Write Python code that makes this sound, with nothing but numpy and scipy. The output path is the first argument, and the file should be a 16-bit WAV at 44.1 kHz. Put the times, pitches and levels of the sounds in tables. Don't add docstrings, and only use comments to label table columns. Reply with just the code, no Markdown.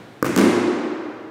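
import sys
import numpy as np
from scipy import signal
from scipy.fft import rfft, irfft
from scipy.io import wavfile
from scipy.ndimage import uniform_filter1d

SR = 44100
rng = np.random.default_rng(int(sys.argv[2]) if len(sys.argv) > 2 else 0)


def transcribe(u):
    v = np.clip(np.atleast_2d(u).T, -1, 1)
    q = np.round(v * 32767).astype(np.int16)
    wavfile.write(sys.argv[1], SR, q)


N = 57330
TIME = np.arange(N) / SR

# (f/Hz, level/dB per Hz)
WASH_SPECTRUM = [(30, -100), (65, -99), (115, -68), (200, -68), (300, -67), (500, -73), (1000, -78),
                 (2000, -83), (3000, -90), (3800, -88), (4800, -97), (8000, -103), (15000, -112)]
HISS_SPECTRUM = [(30, -100), (120, -77.5), (500, -86), (2000, -94), (4000, -102), (8000, -111),
                 (15000, -121)]
# (f/Hz, t60/s)
COURT_T60 = [(60, 1.13), (170, 1.5), (250, 1.64), (330, 2.62), (420, 2.42), (600, 2.8), (1200, 2.81),
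             (2200, 2.11), (4000, 1.81), (7000, 1.24), (10000, 0.76), (15000, 0.42)]
# (f/Hz, level/dB per Hz)
KICK_TAIL = [(35, -84), (70, -64), (115, -54), (160, -50.5), (230, -48), (310, -40.5), (450, -53),
             (750, -62), (1200, -61.5), (2200, -62.5), (3600, -76), (6500, -73), (10000, -77), (15000, -84)]
WALL_TAIL = [(35, -85.5), (70, -58.5), (130, -63), (195, -41), (260, -37), (350, -36.5), (450, -45),
             (650, -52.5), (1100, -54.5), (1600, -57.5), (2200, -58.5), (3000, -64), (4300, -67),
             (6500, -68.5), (10000, -69.5), (15000, -82)]
# (f/Hz, level/dB, swell/s, t60/s)
LINGERING_MODES = [(108.7, -32, 0.031, 1.6), (195.9, -17.5, .01, .6), (226.5, -16.5, 0.019, 1.23),
                   (251, -16.5, 0.033, 1.37), (289, -25, 0.036, 1.6), (301.2, -26, 0.086, 3.6),
                   (322.7, -19.5, 0.05, 2.4), (351.3, -11.5, 0.045, 1.33), (360.4, -18, 0.099, 2.24),
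                   (799, -28.5, 0.092, 1.5), (979, -32.5, 0.069, 1.6), (1096, -29, 0.12, 2.06),
                   (1550, -35, 0.06, 2.16), (2098, -34.5, 0.021, 1.8)]
# (t/s, slap level/dB, ring level/dB)
KICK_ECHOES = [(.0183, -22, -8), (.0201, -10, -14), (.0295, -8, -22), (.0375, -18, -15), (.0391, -9, -24),
               (.066, -18, -14)]
WALL_ECHOES = [(.0132, -3, -5), (.015, -2, -5), (.0237, -2, -6), (.0323, -4.5, -6), (.0505, -7, -8),
               (.0655, -12, -8), (.0792, -12, -12), (.0892, -13, -8)]
# (f/Hz, relative level/dB, t60/s)
BALL_MODES = [(317, -9, .04), (481, -7.5, 0.026), (1197, -6, 0.013), (1480, -17, 0.024), (2100, -25, 0.016)]
FLOOR_MODES = [(142.3, -21, 0.22), (195, -27, .45)]
WALL_MODES = [(79, -30, 0.082), (177, -23, 0.067), (258, -21, 0.062), (590, -21, .035), (880, -22, .025)]
# (f/Hz, relative level/dB, t60/s)
KICK_SKIN_MODES = [(5400, -10.5, 0.0011), (8700, -12.5, 0.00064), (13900, -6, 0.0006)]
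WALL_SKIN_MODES = [(3220, -10, .001), (6700, -3, 0.00069), (12200, -9, 0.00035)]

KICK_S, WALL_S = 0.2264, 0.3626


def from_db(db):
    return 10 ** (np.asarray(db) / 20)


def at_hz(points, hz):
    f, value = np.transpose(points)
    return np.interp(np.log(hz), np.log(f), value)


def delayed(x, s):
    return np.concatenate([np.zeros(int(s * SR)), x])[:N]


def dying(t60):
    return np.exp(-np.log(1000) * TIME / t60)


def bands(white):
    centres = 29 * 2 ** (np.arange(38) / 4)
    spectrum = rfft(white) * np.sqrt(SR / 2)
    hz = np.arange(N // 2 + 1) * SR / N
    return [(centre, irfft(spectrum * np.interp(hz, centres, weights), N))
            for centre, weights in zip(centres, np.eye(len(centres)))]


def noise(colour):
    return sum(from_db(at_hz(colour, hz)) * band for hz, band in bands(rng.standard_normal(N)))


def room_tone(fade_db_per_s=17.5, hum_hz=118.7, whine_hz=14998):
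    wash = noise(WASH_SPECTRUM) * from_db(-fade_db_per_s * TIME)
    hum = from_db(-56) * np.sin(2 * np.pi * hum_hz * TIME)
    whine = from_db(-80) * np.sin(2 * np.pi * whine_hz * TIME)
    return wash + noise(HISS_SPECTRUM) + hum + whine


def steadied(band, window_s=0.095, evenness=0.96):
    power = uniform_filter1d(band ** 2, int(window_s * SR)) + 1e-20
    return band * (power.mean() / power) ** (evenness / 2)


def reflections(first_per_s=500, thicken_s=.04, scatter_share=0.42):
    chance = np.minimum(first_per_s * (1 + (TIME / thicken_s) ** 2) / SR, 1)
    specular = (rng.random(N) < chance) * rng.choice([-1, 1], N) / np.sqrt(chance)
    return np.sqrt(1 - scatter_share) * specular + np.sqrt(scatter_share) * rng.standard_normal(N)


def court_tail(colour, gap_s, build_s, slow_build_hz=1530):
    near_scatter = from_db(-19.5)
    since_gap = np.maximum(TIME - gap_s, 0)
    out = 0
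    for hz, band in bands(reflections()):
        swell = 1 - np.exp(-since_gap / (build_s * (1 + hz / slow_build_hz)))
        envelope = np.maximum(swell, near_scatter) * dying(at_hz(COURT_T60, hz))
        out += from_db(at_hz(colour, hz)) * steadied(band) * envelope
    return out


def waver(rate_hz):
    white = rng.standard_normal(N) + 1j * rng.standard_normal(N)
    low_pass = np.exp(-(np.fft.fftfreq(N, 1 / SR) / rate_hz) ** 2)
    slow = np.fft.ifft(np.fft.fft(white) * low_pass)
    return slow / np.sqrt(np.mean(np.abs(slow) ** 2))


def lingering_resonances(waver_depth=0.37, waver_per_cycle=0.015):
    out = 0
    for hz, db, swell_s, t60 in LINGERING_MODES:
        strength = np.sqrt(1 - waver_depth ** 2) + waver_depth * waver(waver_per_cycle * hz)
        tone = np.imag(strength * np.exp(2j * np.pi * hz * TIME))
        swell = 1 - np.exp(-TIME / swell_s)
        out += from_db(db) * tone * swell * dying(t60)
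    return out


def ring(modes, low_cut_hz=134):
    tones = sum(from_db(db) * np.sin(2 * np.pi * hz * TIME) * dying(t60) for hz, db, t60 in modes)
    high_pass = signal.butter(2, low_cut_hz, "high", fs=SR, output="sos")
    return signal.sosfilt(high_pass, tones + 1e-18)


def ball_pock(soft_contact_hz=2440):
    low_pass = signal.butter(4, soft_contact_hz, fs=SR, output="sos")
    return signal.sosfilt(low_pass, ring(BALL_MODES) + 1e-18)


def skin_slap(crack, rustle=.08, decay_s=.0012):
    burst = rustle * rng.standard_normal(len(crack)) * np.exp(-TIME[:len(crack)] / decay_s)
    burst[0] = 1
    return np.pad(np.convolve(burst, crack), (0, N))[:N]


def blow(body, skin_modes, echoes, slap_low_cut_hz):
    high_pass = signal.butter(4, slap_low_cut_hz, "high", fs=SR, output="sos")
    crack = signal.sosfilt(high_pass, ring(skin_modes)[:SR // 20])
    direct = (0.00046, 0, 0)
    return -sum(delayed(from_db(slap_db) * skin_slap(crack) + from_db(ring_db) * body, delay_s)
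                for delay_s, slap_db, ring_db in [direct, *echoes])


def kick(floor_delay_s=0.02394, floor_swell_s=0.0097):
    body = from_db(0.5) * ball_pock()
    strike = blow(body, KICK_SKIN_MODES, KICK_ECHOES, slap_low_cut_hz=4300)
    floor = ring(FLOOR_MODES) * (1 - np.exp(-TIME / floor_swell_s))
    tail = court_tail(KICK_TAIL, gap_s=.017, build_s=0.0014)
    return strike + delayed(floor, floor_delay_s) + tail


def wall_hit():
    thud = delayed(ring(WALL_MODES), .002)
    body = from_db(-6.5) * ball_pock() + thud
    strike = blow(body, WALL_SKIN_MODES, WALL_ECHOES, slap_low_cut_hz=2400)
    tail = court_tail(WALL_TAIL, gap_s=0.0053, build_s=0.0037)
    return strike + tail + lingering_resonances()


def scene():
    mono = delayed(kick(), KICK_S) + delayed(wall_hit(), WALL_S) + room_tone()
    return mono[None, :]


def record(dry):
    ceiling, stopband_hz = .95, 17000
    low_pass = signal.cheby2(12, 70, stopband_hz, fs=SR, output="sos")
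    return signal.sosfilt(low_pass, ceiling * np.tanh(dry / ceiling))


dry = scene()
out = record(dry)
transcribe(out)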